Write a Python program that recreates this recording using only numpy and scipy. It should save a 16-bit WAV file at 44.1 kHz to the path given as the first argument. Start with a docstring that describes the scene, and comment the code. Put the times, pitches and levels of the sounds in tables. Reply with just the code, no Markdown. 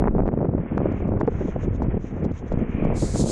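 """Uneven wind thumps and pops on a bare microphone, over a low rumble, on a hilltop below turbines.
Right at the port, eddies strike and the flow tears off; the hardest ones snap, knock, tick and sputter.
Farther off, the turbines and the open air rush softly, and twice a blade swishes by.
A faint treble hiss is chopped on and off; near the end a bright rustle sets in by the microphone."""
import sys
import numpy as np
from scipy import signal
from scipy.fft import rfft, irfft
from scipy.io import wavfile
from scipy.ndimage import uniform_filter1d, minimum_filter1d

SR = 44100
rng = np.random.default_rng(int(sys.argv[2]) if len(sys.argv) > 2 else 0)


def unload_audio(sound):
    """Save the sound as a 16-bit wav file, at the path given as the first command line argument."""
    columns = np.transpose(np.atleast_2d(sound))
    # keep every value between -1 and 1, then stretch to whole-number steps
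    steps = np.round(np.clip(columns, -1, 1) * 32767)
    wavfile.write(sys.argv[1], SR, steps.astype(np.int16))


N = 145971

# How the running sounds rise and fall. Each row: time in seconds, level in dB.
TURBULENCE_LEVELS = [(0, -18.5), (0.06, -18.5), (0.11, -25.5), (0.2, -18.5), (0.31, -29), (0.38, -20.5),
                     (0.46, -22), (0.51, -28), (0.57, -22), (0.65, -28), (0.69, -35.5), (0.75, -23),
                     (0.85, -22.5), (0.98, -29), (1.06, -22.5), (1.17, -23), (1.25, -27), (1.32, -30.5),
                     (1.42, -23.5), (1.52, -37), (1.64, -25), (1.76, -30.5), (1.85, -21.5), (1.96, -40.5),
                     (2.01, -37.5), (2.08, -36.5), (2.16, -28.5), (2.24, -25.5), (2.29, -27), (2.35, -42),
                     (2.4, -39.5), (2.44, -27), (2.49, -41), (2.54, -21.5), (2.64, -28), (2.71, -33.5),
                     (2.79, -27), (2.89, -21.5), (2.99, -27), (3.11, -30), (3.2, -23.5), (3.3, -24.5)]
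SWELL_LEVELS = [(0, -25.5), (.12, -21.5), (.26, -20.5), (.31, -40), (.5, -41), (.57, -33.5), (.65, -42),
                (.76, -39.5), (1.2, -32.5), (1.45, -33.5), (1.68, -33.5), (1.95, -30.5), (2.06, -37.5),
                (2.3, -39), (2.45, -42.5), (2.53, -25.5), (2.72, -38), (2.86, -23), (3.0, -28),
                (3.31, -34.5)]  # under 50 Hz
THROB_LEVELS = [(0, -27.5), (.24, -32), (.32, -39), (.55, -30.5), (.65, -45), (.8, -31), (1.0, -28.5),
                (1.15, -30.5), (1.35, -29), (1.52, -36), (1.7, -26.5), (1.95, -27), (2.06, -41.5),
                (2.27, -28.5), (2.4, -34), (2.54, -32), (2.72, -44.5), (2.86, -29), (3.1, -28.5),
                (3.22, -24), (3.31, -35)]  # 50 to 110 Hz
RUSH_LEVELS = [(0, -49), (.13, -65), (.24, -74.5), (.33, -54.5), (.45, -56.5), (.51, -63), (.6, -47.5),
               (.75, -43), (1.02, -44.5), (1.11, -56), (1.35, -47), (1.62, -44), (1.73, -50.5), (1.95, -44),
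               (1.995, -54.5), (2.05, -49), (2.47, -49), (2.58, -41.5), (2.86, -46), (3.08, -44),
               (3.19, -45.5), (3.24, -51), (3.31, -63)]
HISS_LEVELS = [(0, -105), (.88, -100), (.93, -77), (1.0, -66.5), (1.04, -100), (1.26, -104), (1.31, -66.5),
               (1.5, -60), (1.57, -79), (1.64, -55), (1.69, -93), (1.76, -58.5), (1.8, -97), (1.97, -101),
               (2.01, -66.5), (2.08, -60.5), (2.13, -73), (2.2, -71), (2.28, -100), (2.33, -68),
               (2.39, -57), (2.435, -85), (2.48, -62), (2.56, -89), (2.59, -68.5), (2.64, -92), (2.71, -67),
               (2.81, -83), (2.9, -88), (3.31, -51)]
RUSTLE_LEVELS = [(2.91, -105), (2.945, -61), (2.964, -46), (3.018, -39), (3.126, -44.5), (3.208, -32),
                 (3.25, -41.5), (3.31, -33)]
# Pressure pops. Each row: time in seconds, relative peak in dB, ring frequency in Hz.
POPS = [(.0039, -18, 636), (.0228, -11, 800), (.028, -19, 650), (.041, -11, 950), (0.0459, -21.5, 660),
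        (.0569, -13.5, 796), (.0611, -16.5, 780), (0.0687, -22, 655), (0.0748, -9, 990),
        (0.077, -15.5, 775), (0.0818, -10.5, 900), (0.151, -13.5, 620), (0.1834, -10.5, 760),
        (.1915, -14, 760), (.1962, -15, 800), (.204, -12.5, 760), (0.2356, -15, 520), (.2577, -16.5, 690),
        (.2783, -11.5, 620), (0.2892, -16, 837), (0.3303, -20.5, 570), (0.3392, -15, 610),
        (.4064, -19.5, 630), (.4151, -13, 560), (0.4293, -11, 560), (.4545, -16, 690), (.4927, -17.5, 605),
        (.5381, -17, 580), (0.552, -19, 480), (0.7246, -23.5, 660), (0.742, -31, 700), (0.7753, -18.5, 680),
        (.7796, -13, 980), (0.8039, -15.5, 700), (0.8177, -15, 604), (0.8574, -11.5, 554),
        (.8693, -24.5, 1065), (.9176, -20.5, 595), (0.9385, -27, 660), (1.055, -23, 680),
        (1.0902, -17, 610), (1.1174, -23, 540), (1.1216, -16.5, 600), (1.1387, -17.5, 640),
        (1.1476, -25, 480), (1.1535, -23.5, 560), (1.2133, -10, 880), (1.2772, -7.5, 890),
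        (1.2808, -6.5, 580), (1.283, -14.5, 515), (1.2854, -12.5, 720), (1.4216, -24, 606),
        (1.4832, -21, 640), (1.5614, -31, 597), (1.821, -17.5, 850), (1.9439, -18.5, 563),
        (1.9759, -21, 580), (2.23, -20, 397), (2.2524, -15.5, 505), (2.5202, -13, 600), (2.5741, -15, 632),
        (2.8239, -18.5, 610), (2.8516, -14, 640), (2.8706, -17.5, 594), (2.9029, -14.5, 700),
        (2.9164, -21, 603), (2.9294, -20.5, 620), (2.9327, -21.5, 650), (2.9577, -24.5, 684),
        (3.0252, -15, 560), (3.0432, -20.5, 624), (3.1588, -13.5, 656), (3.1972, -18.5, 550),
        (3.2252, -16, 450), (3.2396, -11, 500), (3.245, -17.5, 500), (3.2605, -18.5, 600),
        (3.2684, -20.5, 560), (3.3, -18, 490)]
# Eddies on the port. Each row: centre in seconds, relative level in dB, half length in seconds,
# treble corner in Hz.
BUFFETS = [(0.025, -14, 0.003, 480), (0.07, -22, 0.0062, 420), (0.082, -19, 0.0052, 650),
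           (0.149, -29, 0.021, 400), (0.187, -17.5, 0.012, 450), (0.282, -24, 0.013, 510),
           (0.337, -20, 0.0067, 322), (0.412, -25, 0.018, 380), (0.491, -16, 0.0064, 276),
           (0.551, -12, 0.004, 306), (0.598, -28, 0.012, 270), (0.723, -22, 0.0097, 317),
           (0.775, -21, 0.0032, 340), (0.81, -23, 0.0069, 400), (0.859, -18, 0.0071, 640),
           (0.92, -23, 0.0054, 320), (1.096, -24.5, 0.006, 330), (1.14, -33.5, 0.021, 250),
           (1.163, -19, 0.0065, 230), (1.212, -17.5, 0.0068, 540), (1.234, -18, 0.0048, 336),
           (1.282, -12.5, 0.0073, 440), (1.452, -23.5, 0.0097, 306), (1.489, -22, 0.0066, 318),
           (1.562, -22, 0.0069, 416), (1.682, -17.5, 0.0072, 220), (1.824, -27.5, 0.005, 400),
           (1.886, -16, 0.0054, 183), (1.944, -25.5, 0.011, 433), (1.97, -20, 0.0077, 322),
           (1.999, -33.5, 0.0091, 190), (2.045, -25, 0.0035, 245), (2.125, -31, 0.011, 420),
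           (2.166, -29, 0.0064, 390), (2.227, -23.5, 0.016, 229), (2.259, -17.5, 0.007, 260),
           (2.314, -19.5, 0.0041, 299), (2.52, -21, 0.0071, 348), (2.575, -15.5, 0.0038, 312),
           (2.62, -20, 0.012, 181), (2.695, -24, 0.0093, 191), (2.749, -16, 0.0046, 208),
           (2.783, -22.5, 0.0064, 232), (2.827, -18, 0.0067, 306), (2.855, -16.5, 0.0052, 282),
           (2.903, -29, 0.015, 450), (3.03, -16, 0.0096, 370), (3.151, -24.5, 0.014, 344),
           (3.203, -18.5, 0.012, 280), (3.225, -17.5, 0.0063, 282), (3.243, -14.5, 0.0043, 357)]
# Short hits on the microphone. Each row: time in seconds, level in dB.
SNAPS = [(.0228, -36), (.041, -30), (.0437, -28.5), (.054, -30.5), (.0736, -32.5), (.078, -33),
         (.0818, -23.5), (.1825, -30), (.1912, -45), (.2047, -32), (.2885, -31.5), (.7798, -32),
         (.8693, -49), (1.2138, -21), (1.2767, -27)]
KNOCKS = [(.044, -24), (.074, -23), (.079, -20), (.191, -29), (1.2, -20.5), (1.2105, -10.5), (1.277, -28),
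          (1.819, -17)]
TICKS = [(.265, -34.5), (0.2793, -26), (0.779, -21), (1.214, -23), (1.277, -35)]
# Sputters at the port. Each row: centre in seconds, level in dB, half length in seconds.
CRACKLES = [(0.277, -72, 0.0033), (0.778, -57, 0.0052), (.922, -62, 0.0067), (1.082, -68, 0.0074),
            (1.206, -57, 0.0071), (1.274, -59, 0.0067), (1.829, -57.5, 0.0089), (2.249, -56, 0.0073),
            (2.318, -64.5, .007), (2.526, -59.5, 0.013), (2.849, -59.5, .006)]
# Passing blades. Each row: centre in seconds, level in dB.
SWISHES = [(0.948, -53), (2.841, -44.5)]
# Each sound's spectrum at the microphone. Each row: frequency in Hz, relative gain in dB.
TURBULENCE_COLOUR = [(20, -21.5), (50, -2.5), (100, -3.5), (200, 2), (320, -4), (500, -10.5), (800, -22.5),
                     (1300, -33), (2500, -50), (4000, -104.5), (9000, -120)]
SWELL_COLOUR = [(6, -11), (20, -2.5), (42, 0.5), (55, -11.5), (100, -42.5), (400, -120)]
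THROB_COLOUR = [(10, -42), (30, -28.5), (52, 2.5), (70, 3), (100, 3), (130, -5), (200, -32), (1000, -120)]
RUSH_COLOUR = [(60, 10.5), (400, 6.5), (800, 4), (1400, 2), (2200, -0.5), (2800, -9.5), (3400, -18),
               (4200, -60), (9000, -79)]
TICK_COLOUR = [(600, -4.5), (1500, 10), (2500, -2.5), (4000, -15.5), (7000, -21.5), (9500, -37.5),
               (13000, -64.5)]
CRACKLE_COLOUR = [(1200, -12.5), (2500, 5.5), (4500, 3.5), (7200, 4.5), (8500, -19.5), (13000, -23.5)]
SWISH_COLOUR = [(500, -21.5), (1150, 4), (1500, -6.5), (1950, -2), (2300, 4.5), (2600, -1.5), (3200, -16),
                (4200, -37.5), (8000, -85)]
HISS_COLOUR = [(800, -22.5), (2500, 7.5), (3600, 5.5), (4600, -7), (6500, 10), (7500, -3.5), (8600, -18.5),
               (10000, -31), (16000, -53)]
RUSTLE_COLOUR = [(1500, -20.5), (3000, -12), (4100, -1), (5600, -1), (7200, 4.5), (8800, -3), (10500, -11),
                 (12000, -27.5), (15000, -49)]

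TIME = np.arange(N) / SR


def undb(db):
    return 10 ** (np.asarray(db) / 20)


def curve(levels):
    """Gain over time from (s, dB) points."""
    s, db = np.array(levels).T
    return undb(np.interp(TIME, s, db))


def response(colour):
    """Gain per frequency from (Hz, dB) points."""
    hz, db = np.array(colour).T
    return undb(np.interp(np.log(np.fft.rfftfreq(N, 1 / SR) + 1), np.log(hz), db))


def coloured(x, colour):
    """The signal filtered to a colour, rms 1."""
    x = irfft(rfft(x) * response(colour), N)
    return x / x.std()


def noise(colour):
    """Coloured noise, rms 1."""
    return coloured(rng.standard_normal(N), colour)


def grains(colour, per_s, spread_db):
    """A coloured stream of tiny clicks of uneven size, rms 1."""
    clicks = (rng.random(N) < per_s / SR) * np.sign(rng.standard_normal(N))
    return coloured(clicks * undb(spread_db * rng.standard_normal(N)), colour)


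def steady(x, span_s):
    """Hold the rms near 1 over the given span."""
    size = int(span_s * SR)
    power = uniform_filter1d(uniform_filter1d(x * x, size), size)
    return x / np.sqrt(power + 1e-12)


def wander(rate_hz):
    """Smooth random wander, spread 1."""
    hz = np.fft.rfftfreq(N, 1 / SR)
    x = irfft(rfft(rng.standard_normal(N)) / (1 + (hz / rate_hz) ** 4), N)
    return x / x.std()


def hump(t, half_s):
    """A bell-shaped envelope around t = 0."""
    return np.exp(-(t / half_s) ** 2)


def turbulence(brighten=0.49, gain_db=-1):
    """Flow flutters over the microphone port; each stronger flutter is also brighter."""
    flow = noise(TURBULENCE_COLOUR)
    flutter_db = 3 * wander(rate_hz=89)
    lows = signal.sosfiltfilt(signal.butter(2, 400, fs=SR, output="sos"), flow)
    highs = (flow - lows) * undb(brighten * flutter_db)
    fluttering = steady((lows + highs) * undb(flutter_db), span_s=0.055)
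    return fluttering * curve(TURBULENCE_LEVELS) * undb(gain_db)


def rumble():
    """Large, slow eddies rock the diaphragm: a deep swell and a quicker throb."""
    swell = steady(noise(SWELL_COLOUR), span_s=0.044) * curve(SWELL_LEVELS)
    throb = steady(noise(THROB_COLOUR), span_s=0.14) * curve(THROB_LEVELS)
    return swell + throb


def rush(flicker_db=2):
    """Soft air noise from the turbines and the hillside, well away from the microphone."""
    return noise(RUSH_COLOUR) * curve(RUSH_LEVELS) * undb(flicker_db * wander(rate_hz=22))


def pops(q=0.89, low_hz=168, top_hz=3280, gain_db=2):
    """The flow tears off the port: a spike of suction that rings for a cycle or two."""
    size = 2048
    jf = 1j * np.fft.rfftfreq(size, 1 / SR)
    low_cut = jf / (jf + low_hz)
    top_cut = signal.butter(6, top_hz, fs=SR, output="sos")
    out = np.zeros(N + size)
    for s, db, ring_hz in POPS:
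        resonance = 1 / (1 + jf / (q * ring_hz) + (jf / ring_hz) ** 2)
        pop = signal.sosfilt(top_cut, irfft(low_cut * resonance ** 2))
        start = int(s * SR) - np.argmax(np.abs(pop))
        out[start:start + size] -= pop / np.abs(pop).max() * undb(db + gain_db)
    return out[:N]


def snaps(hz=1790, half_s=0.00052):
    """In the strongest eddies the pressure flips abruptly: a hard snap of about two cycles."""
    out = np.zeros(N)
    for s, db in SNAPS:
        age = TIME - s
        out -= undb(db) * hump(age, half_s) * np.cos(2 * np.pi * hz * age)
    return out


def buffets(low_hz=166, rolloff_order=4.32, skew=0.17, gain_db=2):
    """Eddies thump the port with a few pressure swings; each has its own length and brightness."""
    size = 8192
    t = (np.arange(size) - size // 2) / SR
    hz = np.fft.rfftfreq(size, 1 / SR)
    low_cut = hz ** 2 / (hz ** 2 + low_hz ** 2)
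    out = np.zeros(N + 2 * size)
    for s, db, half_s, corner_hz in BUFFETS:
        envelope = hump(t, half_s * (1 + skew * np.sign(t)))  # rises faster than it falls
        colour = low_cut / (1 + (hz / corner_hz) ** 2) ** (rolloff_order / 2)
        swings = irfft(rfft(rng.standard_normal(size)) * colour)
        burst = envelope * steady(swings, span_s=0.015)
        burst *= np.sqrt(np.sum(envelope ** 2) / np.sum(burst ** 2))
        start = int(s * SR) + size // 2
        out[start:start + size] += burst * undb(db + gain_db)
    return out[size:size + N]


def knocks(cavity_hz=880, rise_s=0.0013, decay_s=0.0017):
    """An eddy blows across the port and its cavity rings hollow for a few cycles."""
    out = np.zeros(N)
    for s, db in KNOCKS:
        age = np.maximum(TIME - s, 0)
        envelope = (1 - np.exp(-age / rise_s)) * np.exp(-age / decay_s)
        out += undb(db) * envelope * np.sin(2 * np.pi * cavity_hz * age)
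    return out


def ticks():
    """Single thin clicks at the port as the hardest eddies hit."""
    spikes, colour = np.zeros(N), response(TICK_COLOUR)
    for s, db in TICKS:
        spikes[int(s * SR)] -= undb(db)
    click_peak = irfft(colour, N)[0]
    return irfft(rfft(spikes) * colour, N) / click_peak


def crackles():
    """The port sputters: a ragged cluster of tiny clicks around a buffet."""
    bursts = sum(undb(db) * hump(TIME - s, half_s) for s, db, half_s in CRACKLES)
    return grains(CRACKLE_COLOUR, per_s=3200, spread_db=3.5) * bursts


def swishes(half_s=0.16):
    """A turbine blade sweeps by above the hilltop: midrange air noise swells and fades."""
    passes = sum(undb(db) * hump(TIME - s, half_s) for s, db in SWISHES)
    return noise(SWISH_COLOUR) * passes


def hiss():
    """A faint, scratchy treble hiss, chopped on and off as by audio compression."""
    return grains(HISS_COLOUR, per_s=6600, spread_db=4.5) * curve(HISS_LEVELS)


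def rustle(grain_db=0.5):
    """A finely grained hiss close to the microphone, as of fabric sliding."""
    return noise(RUSTLE_COLOUR) * curve(RUSTLE_LEVELS) * undb(grain_db * wander(rate_hz=200))


def scene():
    """One microphone on the hilltop: wind right on the port, the turbines behind."""
    wind = turbulence() + rumble() + pops() + snaps() + buffets() + knocks() + ticks() + crackles()
    return (wind + rush() + swishes() + hiss() + rustle())[None]


def record(dry, ceiling=0.38, limiter_s=0.0077, top_hz=13500):
    """After the microphone, a fast limiter holds down the strongest peaks and the top is cut."""
    size = int(limiter_s * SR)
    gain = 1 / (1 + (dry[0] / ceiling) ** 4) ** (1 / 4)
    held = minimum_filter1d(gain, 2 * size)
    smoothed = uniform_filter1d(uniform_filter1d(held, size), size)
    top_cut = signal.ellip(8, .2, 70, top_hz, fs=SR, output="sos")
    return signal.sosfilt(top_cut, dry * smoothed)


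dry = scene()
out = record(dry)
unload_audio(out)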